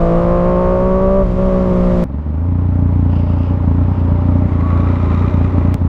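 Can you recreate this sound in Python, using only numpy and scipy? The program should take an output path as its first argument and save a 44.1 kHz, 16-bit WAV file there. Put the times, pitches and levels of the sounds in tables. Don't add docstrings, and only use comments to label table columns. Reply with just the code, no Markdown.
import sys
import numpy as np
from scipy import signal
from scipy.fft import rfft, irfft, next_fast_len
from scipy.io import wavfile
from scipy.ndimage import uniform_filter1d

SR = 44100
rng = np.random.default_rng(int(sys.argv[2]) if len(sys.argv) > 2 else 0)


def persist_wave(psi):
    counts = np.round(np.clip(psi, -1, 1) * 32767).astype(np.int16)
    wavfile.write(sys.argv[1], SR, np.atleast_2d(counts).T)


N = 259308
T = np.arange(N) / SR
SWITCH_S = 2.042
SHIFT_S, SHIFT_END_S = 1.232, 1.372
CATCH_S, IDLE_HZ = 2.489, 29.383

# (time [s], engine cycles [per s])
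PULL_SPEED = [(0.0, 56.6), (0.06, 56.2), (0.28, 57.9), (1.04, 63.4), (1.14, 64.5), (1.22, 64.6),
              (1.27, 60.3), (1.32, 60.1), (1.41, 62.8), (1.5, 62.6), (2.04, 58.8)]
def pull():
    speed, = curves(PULL_SPEED)
    *note_db, rasp_db, hiss_db = part_levels(speed)
    heard = T < SWITCH_S + .1
    cycles = np.cumsum(speed) / SR + .0021 * wander(45) + .006 * wander(6.5)
    return engine_note(speed, cycles, heard, *note_db, rasp_db) + gas(cycles, heard, rasp_db, hiss_db)


# (time [s], level compared with wide open [dB])
THROTTLE = [(0, -2.5), (.35, 0.5), (1.22, -1), (1.39, -4.5), (1.72, -4.5), (2.03, -8)]
ENGINE_PARTS = {"boom": (-17.5, -.3, -0.2, -1), "throb": (-35, -1.5, -0.3, -3),
                "growl": (-21, 0.45, 0.14, -7), "howl": (-17.5, 0.95, 0.53, -8),
                "uneven": (-27.5, 0.54, -0.46, -6.5), "rasp": (-27, 2, 0.12, -11.5),
                "hiss": (-47.5, -.5, -0.44, -1.5)}
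def part_levels(speed, cruise_hz=60):
    throttle, = curves(THROTTLE)
    shut = ramp(SHIFT_S, .0083) - ramp(SHIFT_END_S, .031)
    return [db + by_throttle * throttle + by_speed * (speed - cruise_hz) + shift_db * shut
            for db, by_throttle, by_speed, shift_db in ENGINE_PARTS.values()]


# (frequency [Hz], level added to the rasp [dB])
FIRING_TONES = [(660, 18), (700, -3), (740, -10), (830, -13.5), (930, -0.5), (1010, -10.5), (1080, -0.5),
                (1180, -2), (1280, -21), (1500, -19), (2100, -43), (4000, -52.5)]
# (frequency [Hz], level added to the uneven part [dB])
BETWEEN_TONES = [(60, -9), (130, -10), (240, -10), (310, -33.5), (430, 0.5), (490, -3.5), (600, 4),
                 (670, -8), (850, -16.5), (1000, -12.5), (1190, -9.5), (1350, -21), (2200, -30),
                 (4000, -49)]
def engine_note(speed, cycles, heard, boom, throb, growl, howl, uneven, rasp):
    knots = np.arange(0, SWITCH_S + 1, .05)
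    main = {3: boom, 4: throb, 6: growl, 9: howl}
    note = np.zeros(N)
    for k in range(1, 54):
        hz, firing = k * speed[heard], k % 3 == 0
        if k in main:
            db = main[k][heard]
        elif firing:
            db = rasp[heard] + level_at(FIRING_TONES, hz)
        else:
            db = uneven[heard] + level_at(BETWEEN_TONES, hz)
        flutter_db = (1.2 if k in main else 2) * np.interp(T[heard], knots, rng.standard_normal(len(knots)))
        drift = np.interp(T[heard], knots, np.cumsum(rng.standard_normal(len(knots))))
        lag = -(k / 15) ** 2 if firing else rng.random() + .12 * drift
        note[heard] += np.sqrt(2) * amp(db + flutter_db) * np.cos(2 * np.pi * (k * cycles[heard] + lag))
    return note


# (frequency [Hz], relative level [dB])
GAS_RUSH = [(100, -39), (200, -9), (270, -9), (380, 3.5), (580, 0.5), (760, 1), (1150, -3), (1370, -5),
            (1550, -15), (2100, -21.5), (3500, -36.5)]
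# (frequency [Hz], relative level [dB])
GAS_HISS = [(900, -4.5), (1600, 8), (2200, 6), (3200, 1), (5000, -5.5), (7500, -12.5), (10000, -22),
            (12500, -28.5), (16000, -43)]
def gas(cycles, heard, rasp_db, hiss_db):
    puffs = unit(1 + .17 * np.cos(6 * np.pi * cycles))
    rush_db = -31.5 + .15 * (rasp_db - rasp_db[heard].mean()) + hiss_db - hiss_db[heard].mean()
    return puffs * (amp(rush_db) * noise(GAS_RUSH) + amp(hiss_db) * noise(GAS_HISS))


def jolt(hz=43, db=-11, decay_s=.045):
    age = np.maximum(T - SHIFT_S, 0)
    return -amp(db) * np.exp(-age / decay_s) * np.sin(2 * np.pi * hz * age)


# (time [s], drop in level [dB])
STUMBLES = [(2.228, 8.5), (3.585, 7), (3.954, 7.5), (4.498, 8.5), (4.974, 5), (5.305, 8.5), (5.515, 7.5),
            (5.77, 15.5)]
def coast(sway_hz=.37, sway_period_s=1.56, climb_hz_per_s=19):
    sway = sway_hz * np.cos(2 * np.pi * (T - 2.6) / sway_period_s)
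    speed = IDLE_HZ + sway - climb_hz_per_s * np.maximum(CATCH_S - T, 0)
    cycles = np.cumsum(speed) / SR
    surge = .138 * sum(swell(s + .04, .1) for s, _ in STUMBLES)
    cycles += surge - np.interp(CATCH_S, T, cycles)
    burn = amp(1.13 * wander(14) - sum(db * swell(s, .015) for s, db in STUMBLES))
    return thumps(speed, cycles, burn) + drone(speed, cycles, burn) + clatter(cycles, burn)


# (frequency [Hz], relative level [dB])
THUMP = [(15, -42), (30, -27.5), (56, 2.5), (88, -4.5), (116, 1), (145, -4), (230, -6), (265, -4),
         (295, -10), (330, -30), (410, -19.5), (500, -34), (595, -25.5), (700, -48.5)]
def thumps(speed, cycles, burn, lead_s=.0021):
    struggling = 1 - ramp(CATCH_S, .05)
    firing = np.floor(3 * (cycles + lead_s * speed))
    chance = rng.standard_normal(N)
    weak = amp(-31 + struggling * (7 + 4 * chance))
    strong = (firing % 3 == 0) * amp(-7 - 11 * struggling + 1.5 * chance)
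    kicks = np.diff(firing, prepend=firing[0]) * burn * (weak + strong)
    return -signal.oaconvolve(kicks, cavity_ring(THUMP))[:N]


def drone(speed, cycles, burn):
    db = -15 + 1.4 * (speed - IDLE_HZ)
    return -np.sqrt(2) * amp(db) * burn * np.cos(2 * np.pi * (3 * cycles - .0065))


# (frequency [Hz], relative level [dB])
CLATTER = [(60, 1), (280, 11.5), (340, 3), (420, 1.5), (500, -2.5), (595, 5.5), (710, -8), (805, 0),
           (1030, -4), (1400, -11.5), (1750, -22.5), (2300, -27), (3500, -52.5)]
# (frequency [Hz], relative level [dB])
IDLE_HISS = [(1000, -23), (1800, 9), (2900, 0), (4000, -6.5), (5200, -12.5), (7000, -20), (9500, -27.5),
             (15500, -33)]
def clatter(cycles, burn, build_s=1, drop_s=5.755):
    build_db = -11.5 * np.exp(-np.maximum(T - SWITCH_S, 0) / build_s) - 3 * ramp(drop_s, .02)
    puffs = unit(1 + .57 * burn * np.exp(-(np.sin(np.pi * (cycles - .04)) / (np.pi * .25)) ** 2))
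    valves = unit(1 + .5 * np.exp(-(np.sin(np.pi * (cycles + .08)) / .09) ** 2))
    rattle = amp(-23 + build_db + wander(37)) * puffs * noise(CLATTER)
    return rattle + amp(-48 + build_db + wander(120)) * valves * noise(IDLE_HISS)


# (time [s], half length [s], level [dB])
SCRAPES = [(3.17, 0.07, -48), (3.31, 0.053, -51), (3.457, 0.075, -48), (3.979, 0.088, -56)]
# (frequency [Hz], width [Hz], relative level [dB])
SCRAPED_METAL = [(2760, 710, 3), (4700, 880, -8), (7150, 1000, -24.5)]
def brake():
    grating = rng.standard_normal(N) * amp(3 * wander(130))
    touches = sum(amp(db) * swell(s, half) for s, half, db in SCRAPES)
    return touches * metal_ring(grating, SCRAPED_METAL) + disc_rub(grating) + squeal()


# (frequency [Hz], width [Hz], relative level [dB])
DISC_LOW = [(365.6, 77, 7), (1051, 110, -2.5), (1180, 290, 0)]
DISC_BRIGHT = [(2317, 140, -2), (3700, 360, -11.5), (5600, 470, -24.5)]
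DISC_GRIND = [(1970, 510, -1), (6500, 720, -27.5)]
def disc_rub(grating, on_s=4.23, full_s=5.04, ease_s=5.21, off_s=5.74, judder_hz=69.5):
    squeeze_left = np.maximum(full_s - T, 0) / (full_s - on_s)
    eased = 1 - np.exp(-np.maximum(T - ease_s, 0) / .33)
    pressure_db = -27.5 * squeeze_left ** 2 - 9.5 * eased
    grabs = np.cumsum(judder_hz * (1 + .02 * wander(3))) / SR
    judder = unit(amp(6.5 * np.cos(2 * np.pi * grabs)))
    low = amp(-29 + 1.05 * pressure_db) * metal_ring(grating, DISC_LOW)
    bright = judder * amp(-45.5 + 1.6 * pressure_db) * metal_ring(grating, DISC_BRIGHT)
    grind = np.sqrt(judder) * amp(-41.5 + .66 * pressure_db) * metal_ring(grating, DISC_GRIND)
    return (1 - ramp(off_s, .03)) * (low + bright + grind)


def squeal(hz=1126, at_s=4.71, db=-31):
    turns = np.cumsum(hz * (1 + .01 * wander(40))) / SR
    loudness = amp(db + 2 * wander(45)) * swell(at_s, .14)
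    return loudness * np.sqrt(2) * np.sin(2 * np.pi * turns)


# (frequency [Hz], relative level [dB])
WIND = [(8, -17.5), (22, 2.5), (40, 0.5), (65, -5), (130, -10), (200, -16), (320, -21.5), (700, -45)]
def wind(db=-16.5):
    buffet = noise(WIND)
    return amp(db) * unit(buffet / np.sqrt(2 + uniform_filter1d(buffet ** 2, size=2200)))


# (time [s], level [dB])
CLICKS = [(2.0396, -16.5), (5.7433, -10)]
def clicks(decay_s=.0013):
    return -sum(amp(db) * (T >= s) * np.exp(-np.maximum(T - s, 0) / decay_s) for s, db in CLICKS)


def road(db=-33):
    return amp(db) * noise([(10, -11.0), (25, -2.0), (60, 0.0), (130, -7.5), (270, -1.5), (360, -22)])


def amp(db):
    return 10 ** (np.asarray(db) / 20)


def unit(x):
    return x / np.sqrt(np.mean(x ** 2) + 1e-20)


def ramp(s, length):
    return np.clip((T - s) / length + .5, 0, 1)


def swell(s, half):
    return np.exp(-((T - s) / half) ** 2)


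def curves(rows):
    s, *columns = np.transpose(rows)
    return [np.interp(T, s, c) for c in columns]


def level_at(points, hz):
    f, db = np.transpose(points)
    return np.interp(np.log(hz + 1), np.log(f + 1), db) - 60 * np.log10(np.maximum(hz / f[-1], 1))


def noise(points):
    size = next_fast_len(N)
    gain = amp(level_at(points, np.fft.rfftfreq(size, 1 / SR)))
    return unit(irfft(rfft(rng.standard_normal(size)) * gain, size)[:N])


def wander(hz):
    size = next_fast_len(N)
    damping = 1 + (np.fft.rfftfreq(size, 1 / SR) / hz) ** 4
    return unit(irfft(rfft(rng.standard_normal(size)) / damping, size)[:N])


def cavity_ring(points, size=8192):
    log_gain = np.log(amp(np.maximum(level_at(points, abs(np.fft.fftfreq(size, 1 / SR))), -100)))
    response = np.fft.ifft(np.exp(np.conj(signal.hilbert(log_gain)))).real[:size // 2]
    return response / abs(response).max()


def resonate(x, hz, width):
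    return signal.lfilter(*signal.iirpeak(hz, hz / width, SR), x)


def metal_ring(x, tones):
    return unit(sum(amp(db) * resonate(resonate(x, hz, width), hz, width) for hz, width, db in tones))


def scene():
    fast = pull() + jolt() + wind()
    slow = coast() + brake() + road()
    switched = ramp(SWITCH_S, .008)
    end_fades = np.clip(np.minimum(T, T[-1] - T) / .004, 0, 1)
    return (end_fades * ((1 - switched) * fast + switched * slow + clicks()))[None]


def record(dry, top_hz=15800):
    soft = dry / (1 + (dry / .95) ** 6) ** (1 / 6)
    return signal.oaconvolve(soft, signal.firwin(511, top_hz, window=("kaiser", 9), fs=SR)[None], "same")


dry = scene()
out = record(dry)
persist_wave(out)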